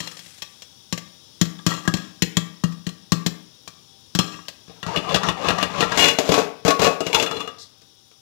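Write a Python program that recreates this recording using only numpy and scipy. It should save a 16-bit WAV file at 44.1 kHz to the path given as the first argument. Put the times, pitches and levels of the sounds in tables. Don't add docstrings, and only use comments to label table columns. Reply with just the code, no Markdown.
import sys
import numpy as np
from scipy import signal
from scipy.fft import rfft, irfft
from scipy.io import wavfile

SR = 44100
rng = np.random.default_rng(int(sys.argv[2]) if len(sys.argv) > 2 else 0)


def generate_wav(sig):
    pcm = np.round(np.clip(np.atleast_2d(sig).T, -1, 1) * 32767).astype(np.int16)
    wavfile.write(sys.argv[1], SR, pcm)


N = 362061

# time in seconds, knock on the metal in relative dB, knock pitch in Hz,
# crack in relative dB, air thump in relative dB.
BURSTS = [(0.0034, -35, 3180, -32, -37), (0.0412, -38, 1210, -45, -47), (0.0735, -50, 3240, -37.5, -45),
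          (0.1138, -43, 3320, -43.5, -56), (0.169, -54, 3260, -44, -70), (0.192, -50, 3220, -42, -54),
          (0.2618, -48, 3360, -49, -55), (0.3824, -56, 3300, -50.5, -59), (0.4212, -28, 3290, -33, -51),
          (0.621, -56, 3300, -42.5, -66), (0.9256, -17, 3330, -28, -24), (0.9772, -34, 3100, -34.5, -41),
          (1.4133, -18.5, 3300, -21, -13), (1.4541, -32, 3340, -39.5, -37), (1.5903, -25, 3440, -56, -52),
          (1.6645, -15.5, 1170, -21.5, -15.5), (1.717, -12, 1180, -48, -40),
          (1.7752, -22.5, 1110, -64, -49), (1.8522, -21, 1080, -46, -42), (1.8768, -4, 1640, -27.5, -17),
          (1.9389, -15.5, 2740, -27.5, -18), (1.9698, -51, 2720, -39, -40),
          (2.2213, -37, 3290, -20.5, -17.5), (2.369, -12.5, 3300, -21.5, -16.5),
          (2.6377, -12.5, 1160, -31, -20.5), (2.7222, -55, 1190, -49, -48),
          (2.8673, -22.5, 1920, -35.5, -28), (2.891, -30, 2860, -41.5, -43.5),
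          (3.1202, -9.5, 1110, -22.5, -14), (3.263, -12.5, 3060, -23, -20),
          (3.6764, -26.5, 2370, -39, -47.5), (4.1503, -15, 1610, -25.5, -23),
          (4.189, -1.5, 3204, -21, -17.5), (4.342, -24.5, 2740, -60, -41), (4.39, -26, 1130, -73, -60),
          (4.4535, -38, 2800, -59, -57), (4.4829, -40, 3550, -33.5, -54)]
# pitch in Hz, relative level in dB, decay time t60 in seconds.
AIR_MODES = [(169, -10, .4), (182, 0, .1), (192, -17, .28), (120, -13, .13), (226, -13, .1), (75, -22, .2),
             (307, -9, .12)]
# pitch in Hz, relative level in dB, t60 in seconds.
WALL_MODES = [(800, -17.5, 0.014), (1080, 2, 0.017), (1110, -12, 0.18), (1168.3, 6.5, 0.13),
              (1194, -3, 0.17), (1252, 3, 0.11), (1355, 2.5, 0.13), (1657, 3.5, 0.054), (1730, 6.5, 0.024),
              (1887, 11, 0.03)]
# pitch in Hz, relative level in dB, t60 in seconds.
HOLLOW_MODES = [(300, -6, .1), (395, -8, .06), (445, -3, .08), (465, -1, .1), (540, -6, .07),
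                (595, -4, .08), (650, -5, .07), (700, -6, .06), (790, -9, .06)]

WANDER_DB, WANDER_PER_S = 3, 14


def popping():
    # start in seconds, glide in seconds, hold in seconds, relative level in dB.
    patter_rows = [(0, 0.0055, 0.028, -41.5), (1.67, 0.01, 0.02, -30), (1.94, 0.056, 0.024, -45),
                   (4.19, 0.01, 0.019, -35), (4.31, 0.013, 0.014, -46.5)]
    # frequency in Hz, relative level in dB per Hz.
    crack_colour = [(290, -20.5), (500, -2), (1390, -12.5), (1890, 1), (2290, -10.5), (3300, 0.5),
                    (3820, -2), (7170, -5), (8600, -16), (14500, -16.5), (16500, -24)]
    # pitch in Hz, relative level in dB, t60 in seconds.
    lid_modes = [(2600, -8, .04), (2820, -6, .07), (3250, -3, .05), (3400, -2, .06), (4150, -3, .05),
                 (4450, -8, .05), (5300, -8, .04), (5650, -5, .05), (6300, -9, .025), (6900, -8, .025),
                 (7200, -6, .035)]
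    s, knock_db, _, crack_db, thump_db = np.transpose(BURSTS)
    events = np.transpose([s, crack_db, thump_db, knock_db, crack_db, thump_db])
    drives = blows(events, length_s=0.0077, push_s=0.0014, offsets_db=[4.0, -3.5, 4.5, 21.5, 8.5], strike=0.097)
    patter, = glides(patter_rows, start_db=2, fade_db_per_s=125)
    patter_mix = from_db([[-6.], [-12.], [-9.], [-5.], [-15.]])
    drives += patter * patter_mix * grains(per_s=800, spread_db=-2.0)
    crack, air, wall, lid, hollow = drives
    air = filtered(air, 3, 95, "high")
    out = colour(crack, crack_colour) + rings(air, AIR_MODES, wander_db=3.5)
    out += rings(wall, WALL_MODES) + rings(hollow, HOLLOW_MODES) + rings(lid, lid_modes)
    return out + from_db(-11.0) * kernel_knocks(t60=0.026)


def kernel_knocks(t60):
    t = np.arange(4096) / SR
    out = np.zeros(N + len(t))
    for s, db, hz, *_ in BURSTS:
        i = round(s * SR)
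        out[i:i + len(t)] += from_db(db - 60 * t / t60) * np.sin(2 * np.pi * hz * t)
    return out[:N]


def shaking():
    # time in seconds, then relative dB of crack,
    # air thump, hollow, wall and lid.
    knock_rows = [(4.6803, -49, -41, -56, -49, -69), (4.6973, -48, -47, -43, -69, -67),
                  (4.8298, -34, -35, -44, -29.5, -30.5), (4.8649, -30.5, -28, -35, -31, -48),
                  (4.9619, -28, -34, -24, -36, -21), (4.9736, -31.5, -24.5, -26, -33, -22.5),
                  (5.0929, -35, -31, -37, -30, -32), (5.145, -14.5, -20, -18, -17, -17.5),
                  (5.1601, -18.5, -18.5, -39, -18.5, -32), (5.2335, -25, -26.5, -43, -21, -37),
                  (5.2874, -22, -22, -33, -26, -19), (5.4458, -31, -47, -25, -43, -34),
                  (5.4857, -20, -28, -23, -22.5, -18), (5.5055, -40, -22, -27, -20.5, -21.5),
                  (5.5847, -25.5, -38, -37, -20, -37), (5.6281, -21.5, -31, -28, -18.5, -15),
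                  (5.8067, -16.5, -35, -23, -20, -17), (5.8263, -30, -27, -21.5, -18, -20),
                  (5.9194, -23, -37, -34, -19.5, -39), (5.9753, -16, -45, -15.5, -24, -26),
                  (5.9937, -17, -32, -42, -35, -12), (6.0259, -22, -30, -29, -16, -12),
                  (6.0421, -17.5, -29, -35, -13, -11), (6.0851, -17.5, -46.5, -40, -22.5, -22),
                  (6.187, -16.5, -30, -12.5, -27, -38), (6.2914, -21.5, -15, -13.5, -55, -33.5),
                  (6.3196, -18, -37, -12, -19, -24), (6.3415, -18, -45, -16.5, -17, -29.5),
                  (6.3783, -27.5, -39, -7.5, -19, -52), (6.6501, -23.5, -18, -21.5, -21, -32),
                  (6.6803, -14.5, -26.5, -13, -12.5, -26), (6.7059, -18.5, -37, -16, -15.5, -26.5),
                  (6.795, -23, -20, -24, -23, -28), (6.8183, -17.5, -34, -12, -15.5, -22),
                  (6.8456, -17.5, -41.5, -15, -14.5, -17.5), (6.8679, -22, -42.5, -14.5, -15.5, -26),
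                  (7.006, -26, -30, -18, -28.5, -28), (7.0667, -25.5, -28.5, -27.5, -34, -30),
                  (7.1302, -22.5, -42, -25, -34.5, -13.5), (7.1462, -13, -42, -27, -16, -8.5),
                  (7.199, -22, -44, -24.5, -33, -14.5), (7.2259, -19.5, -67, -24, -27, -29),
                  (7.263, -31, -43.5, -38, -27, -16.5), (7.3124, -31, -42, -34, -27.5, -23.5),
                  (7.3675, -41, -55.5, -34.5, -33.5, -23.5), (7.4045, -32, -43, -37.5, -31.5, -27.5),
                  (7.476, -37.5, -56, -35.5, -33, -30), (7.8174, -51.5, -72.5, -56, -62, -63.5),
                  (8.1143, -54, -62.5, -61.5, -59, -66)]
    # start in seconds, glide in seconds, hold in seconds, then relative dB
    slide_rows = [(4.66, 0.035, 0.12, -56.5, -61, -77), (4.85, 0.032, 0.11, -31, -41.5, -53),
                  (5.02, 0.1, 0.015, -26, -39, -42), (5.2, 0.059, 0.028, -25, -37.5, -44.5),
                  (5.37, 0.12, 0.01, -22, -33.5, -43), (5.55, 0.059, 0.022, -28, -36, -41),
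                  (5.7, .1, 0.035, -23.5, -32.5, -42), (5.88, 0.071, 0.043, -28, -34, -39),
                  (5.97, 0.013, 0.096, -22.5, -23, -24), (6.18, 0.0065, 0.15, -34.5, -37, -58.5),
                  (6.3, 0.024, 0.072, -25, -29.5, -46), (6.65, 0.014, 0.015, -23, -29, -38.5),
                  (6.79, 0.047, 0.017, -17, -25, -39.5), (7.0, 0.082, 0.025, -34.5, -41, -42),
                  (7.13, 0.014, .08, -28, -34, -36.5), (7.26, 0.027, .14, -37, -47, -44.5)]
    # pitch in Hz, relative level in dB, t60 in seconds.
    open_wall = [(1044, -25, 0.027), (1111, 7.5, 0.18), (1177, -8.5, 0.12), (1320, 0, 0.05),
                 (1450, -2, 0.14), (1750, -1.5, 0.089), (2567, -0.5, 0.23), (2510, -15, 0.24),
                 (4200, -8.5, 0.06), (4100, -11, 0.05)]
    # pitch in Hz, relative level in dB, t60 in seconds.
    lid_modes = [(2540, -28, 0.093), (2852, -6, 0.054), (2863, 3.5, 0.1), (3000, -17, 0.1),
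                 (2885, 5.5, 0.023), (3447, -6, 0.057), (3456, 1, 0.13), (3680, -10.5, 0.085),
                 (4110, -2, 0.059)]
    # frequency in Hz, relative level in dB per Hz.
    crack_colour = [(880, -31.5), (1500, -7), (3400, -7), (7100, -12), (8500, -24.5), (12500, -24.5),
                    (15500, -32), (16500, -30.5)]
    lid_off_s, lid_held_s = 5.96, 6.99
    seat_damping, held_damping = .15, 0.76
    muffle_hz = 5600
    rub_seated_db, rub_open_db = (-9.5, -2, -10), (-13.5, -5.5, -3)

    crack, air, hollow, wall, lid = blows(knock_rows, length_s=0.012, push_s=0.0021,
                                          offsets_db=[-2.0, -11.0, 21.0, 21.0, 15.5], strike=0.64)
    slide, rustle, lid_rub = glides(slide_rows, start_db=-14, fade_db_per_s=232.5)
    off = np.arange(N) > lid_off_s * SR
    held = np.arange(N) > lid_held_s * SR
    free = off & ~held
    rub_gains = np.where(off, from_db(rub_open_db)[:, None], from_db(rub_seated_db)[:, None])
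    rumble, scrape, hollow_rub = slide * rub_gains

    tumbling = grains(per_s=4000, spread_db=3.)
    crack = crack + rustle * tumbling
    lid = lid + lid_rub * tumbling
    muffled = filtered(crack * ~off, 1, muffle_hz, "low")
    metal = rings(wall * ~off, WALL_MODES) + rings(wall * free, open_wall)
    metal += rings(wall * held, np.array(WALL_MODES) * [1, 1, held_damping])
    metal += rings(lid * ~off, np.array(lid_modes) * [1, 1, seat_damping]) + rings(lid * free, lid_modes)
    metal += rings(lid * held, np.array(lid_modes) * [1, 1, held_damping])
    body = filtered(rings(hollow + hollow_rub * tumbling, HOLLOW_MODES), 2, 260, "high")
    cracks = colour(muffled + crack * off, crack_colour)
    thumps = rings(air + rumble * tumbling, AIR_MODES)
    return cracks + thumps + body + metal + scrape * scraping(patchy_db=4.0, per_s=24)


def scraping(patchy_db, per_s):
    # frequency in Hz, relative level in dB per Hz.
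    rub_colour = [(120, -42), (200, -9.5), (784, 2), (866, 3), (1100, 4), (1490, -7.5), (2900, -23),
                  (6000, -24), (7800, -57.5), (13200, -120)]
    rubbing = colour(grains(per_s=3500, spread_db=3.), rub_colour)
    out = 0
    for low in 200 * 2 ** np.arange(0, 5, 1 / 3):
        band = filtered(rubbing, 2, [low, low * 2 ** (1 / 3)], "band")
        out = out + from_db(patchy_db * drift(per_s)) * band
    return rms_one(out)


def sizzle():
    # start in seconds, glide in seconds, hold in seconds, relative level in dB.
    spit_rows = [(0, .01, 0.31, -48)]
    spits = filtered(grains(per_s=5800, spread_db=3.5), 2, [1500, 9000], "band")
    ticks = filtered(grains(per_s=18, spread_db=1.0), 2, 6000, "high")
    spit_gain, = glides(spit_rows, start_db=6, fade_db_per_s=45)
    return spit_gain * spits + from_db(-76.5) * ticks


def steam():
    # start in seconds, glide in seconds, hold in seconds, relative level in dB.
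    spurt_rows = [(7.585, .03, 0.015, -43.5)]
    # frequency in Hz, relative level in dB per Hz.
    steam_colour = [(1180, -51), (2000, -11.5), (2670, -41.5), (3490, -2), (4860, 3), (11000, -21),
                    (16000, -32)]
    gain, = glides(spurt_rows, start_db=-4.0, fade_db_per_s=400.5)
    return gain * colour(rng.standard_normal(N), steam_colour)


def hiss():
    # time in seconds, broad hiss in relative dB, narrow bands in relative dB.
    level_rows = [(0, -58, -56.5), (1.5, -54.5, -56), (3, -56.5, -58.5), (4.6, -56.5, -58),
                  (7.5, -55.5, -63.5), (8.21, -62.5, -59.5)]
    # frequency in Hz, relative level in dB per Hz.
    broad_colour = [(18, -42), (30, -12.5), (98, 12.5), (641, -1.5), (792, -38), (858, -1.5), (2220, -12),
                    (3480, 3), (4410, -2), (5440, 5.5), (6380, -20.5), (9500, -16), (13000, -24),
                    (15200, -20.5), (16500, -25)]
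    # centre in Hz, width in Hz (5 at least), relative level in dB.
    band_rows = [(783.4, 2.9, 14.5), (3385, 38, 12.5), (3760, 13, 17), (3770, 15, -0.5), (4600, 28, -16),
                 (5000, 119, -13), (4910, 87, -23), (5500, 490, 4), (5840, 160, 6.5), (6800, 340, -1.5),
                 (9160, 350, -1), (10100, 58, -11.5), (11300, 500, -13.5), (15030, 850, -8)]
    broad_gain, bands_gain = levels(level_rows)
    noise, narrow = rng.standard_normal(N), 0
    for hz, width, db in band_rows:
        r = np.exp(-np.pi * max(width, 5) / SR)
        resonance = [1, -2 * r * np.cos(2 * np.pi * hz / SR), r * r]
        band = signal.lfilter([1, 0, -1], resonance, noise)
        narrow = narrow + from_db(db) * (1 - r * r) / 2 * band
    return broad_gain * colour(rng.standard_normal(N), broad_colour) + bands_gain * rms_one(narrow)


def kitchen(x):
    # frequency in Hz, t60 in seconds.
    decay_rows = [(250, 0.54), (500, 0.56), (2000, 0.56), (6000, 0.25), (14000, 0.42)]
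    decay_hz, decay_s = np.transpose(decay_rows)
    t, tail = np.arange(SR) / SR, 0
    for low in 175 * 2. ** np.arange(7):
        band = filtered(rng.standard_normal(SR), 2, [low, min(2 * low, .45 * SR)], "band")
        t60 = np.interp(np.log(np.sqrt(2) * low), np.log(decay_hz), decay_s)
        tail = tail + band * from_db(-60 * t / max(t60, .05))
    tail *= np.clip(t / .015, 0, 1)
    return signal.oaconvolve(x, tail / np.sqrt(np.sum(tail ** 2)))[:N]


def idle_input():
    # time in seconds, level in dB.
    idle_rows = [(0, -102), (1.5, -84), (5.95, -86), (6.0, -87), (8.21, -109.5)]
    treble = filtered(rng.standard_normal(N), 6, [5500, 15800], "band")
    return levels(idle_rows)[0] * rms_one(treble)


def blows(events, length_s, push_s, offsets_db, strike):
    t, parts = np.arange(4096) / SR, len(events[0]) - 1
    push = -np.hanning(round(push_s * SR) + 3)
    push = np.pad(push, (0, len(t) - len(push)))
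    drives = np.zeros((parts, N + len(t)))
    for s, *parts_db in events:
        i = round(s * SR)
        burst = rng.standard_normal(len(t)) * np.exp(-t / length_s)
        contact = burst / np.sqrt(np.sum(burst ** 2))
        contact[0] += strike
        burst[0] += 12 * strike
        shapes = np.tile(contact, (parts, 1))
        shapes[0], shapes[1] = burst, push
        drives[:, i:i + len(t)] += from_db(np.add(parts_db, offsets_db))[:, None] * shapes
    return drives[:, :N]


def rings(drive, modes, wander_db=WANDER_DB):
    hz, db, t60 = np.transpose(modes)
    radius = from_db(-60 / (np.maximum(t60, .01) * SR))
    angle = 2 * np.pi * hz / SR
    gains = from_db(db) / np.sqrt(np.sum(from_db(db) ** 2 / (1 - radius ** 2) / 2))
    out = 0
    for g, r, w in zip(gains, radius, angle):
        struck = drive * from_db(wander_db * drift(WANDER_PER_S)) + 1e-18
        out = out + signal.lfilter([0, g * np.sin(w)], [1, -2 * r * np.cos(w), r * r], struck)
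    return out


def grains(per_s, spread_db):
    sizes = from_db(spread_db * np.minimum(rng.exponential(1, N), 5)) * rng.choice([-1, 1], N)
    return rms_one(sizes * (rng.random(N) < per_s / SR))


def glides(rows, start_db, fade_db_per_s):
    t, power = np.arange(N) / SR, 0
    for s, glide, hold, *db in rows:
        glide_db = start_db * np.clip(1 - (t - s) / max(glide, .002), 0, 1)
        fade_db = fade_db_per_s * np.maximum(t - s - glide - hold, 0)
        power = power + (from_db(db)[:, None] * from_db(glide_db - fade_db) * (t >= s)) ** 2
    return np.sqrt(power)


def levels(rows):
    s, *columns = np.transpose(rows)
    t = np.arange(N) / SR
    return [from_db(np.interp(t, s, c, left=-200, right=-200)) for c in columns]


def drift(per_s):
    knots = rng.standard_normal(N // 500)
    return np.interp(np.arange(N) / SR * min(per_s, 80), np.arange(len(knots)), knots)


def colour(x, points):
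    point_hz, point_db = np.transpose(points)
    hz = np.maximum(np.fft.rfftfreq(len(x), 1 / SR), 10)
    gain = from_db(np.interp(np.log(hz), np.log(point_hz), point_db))
    cepstrum = irfft(np.log(gain + 1e-9))
    cepstrum[1:len(cepstrum) // 2] *= 2
    cepstrum[len(cepstrum) // 2 + 1:] = 0
    response = np.exp(rfft(cepstrum)) / np.sqrt(np.mean(gain ** 2))
    return irfft(rfft(x) * response, len(x))


def filtered(x, order, hz, kind):
    return signal.sosfilt(signal.butter(order, hz, kind, fs=SR, output="sos"), x)


def from_db(db):
    return 10 ** (np.asarray(db) / 20)


def rms_one(x):
    return x / np.sqrt(np.mean(x ** 2) + 1e-20)


def scene():
    near = popping() + shaking() + steam() + sizzle()
    left = near + from_db(-12) * kitchen(near) + hiss()
    return np.array([from_db(6) * left, idle_input()])


def record(dry):
    mic_low_hz, cutoff_hz, white_db = 62, 16900, -97
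    top = .92
    heard = filtered(dry, 4, mic_low_hz, "high")
    rounded = heard / (1 + np.abs(heard / top) ** 4) ** .25
    cut = signal.sosfilt(signal.cheby2(12, 70, cutoff_hz, fs=SR, output="sos"), rounded)
    return cut + from_db(white_db) * rng.standard_normal(dry.shape)


dry = scene()
out = record(dry)
generate_wav(out)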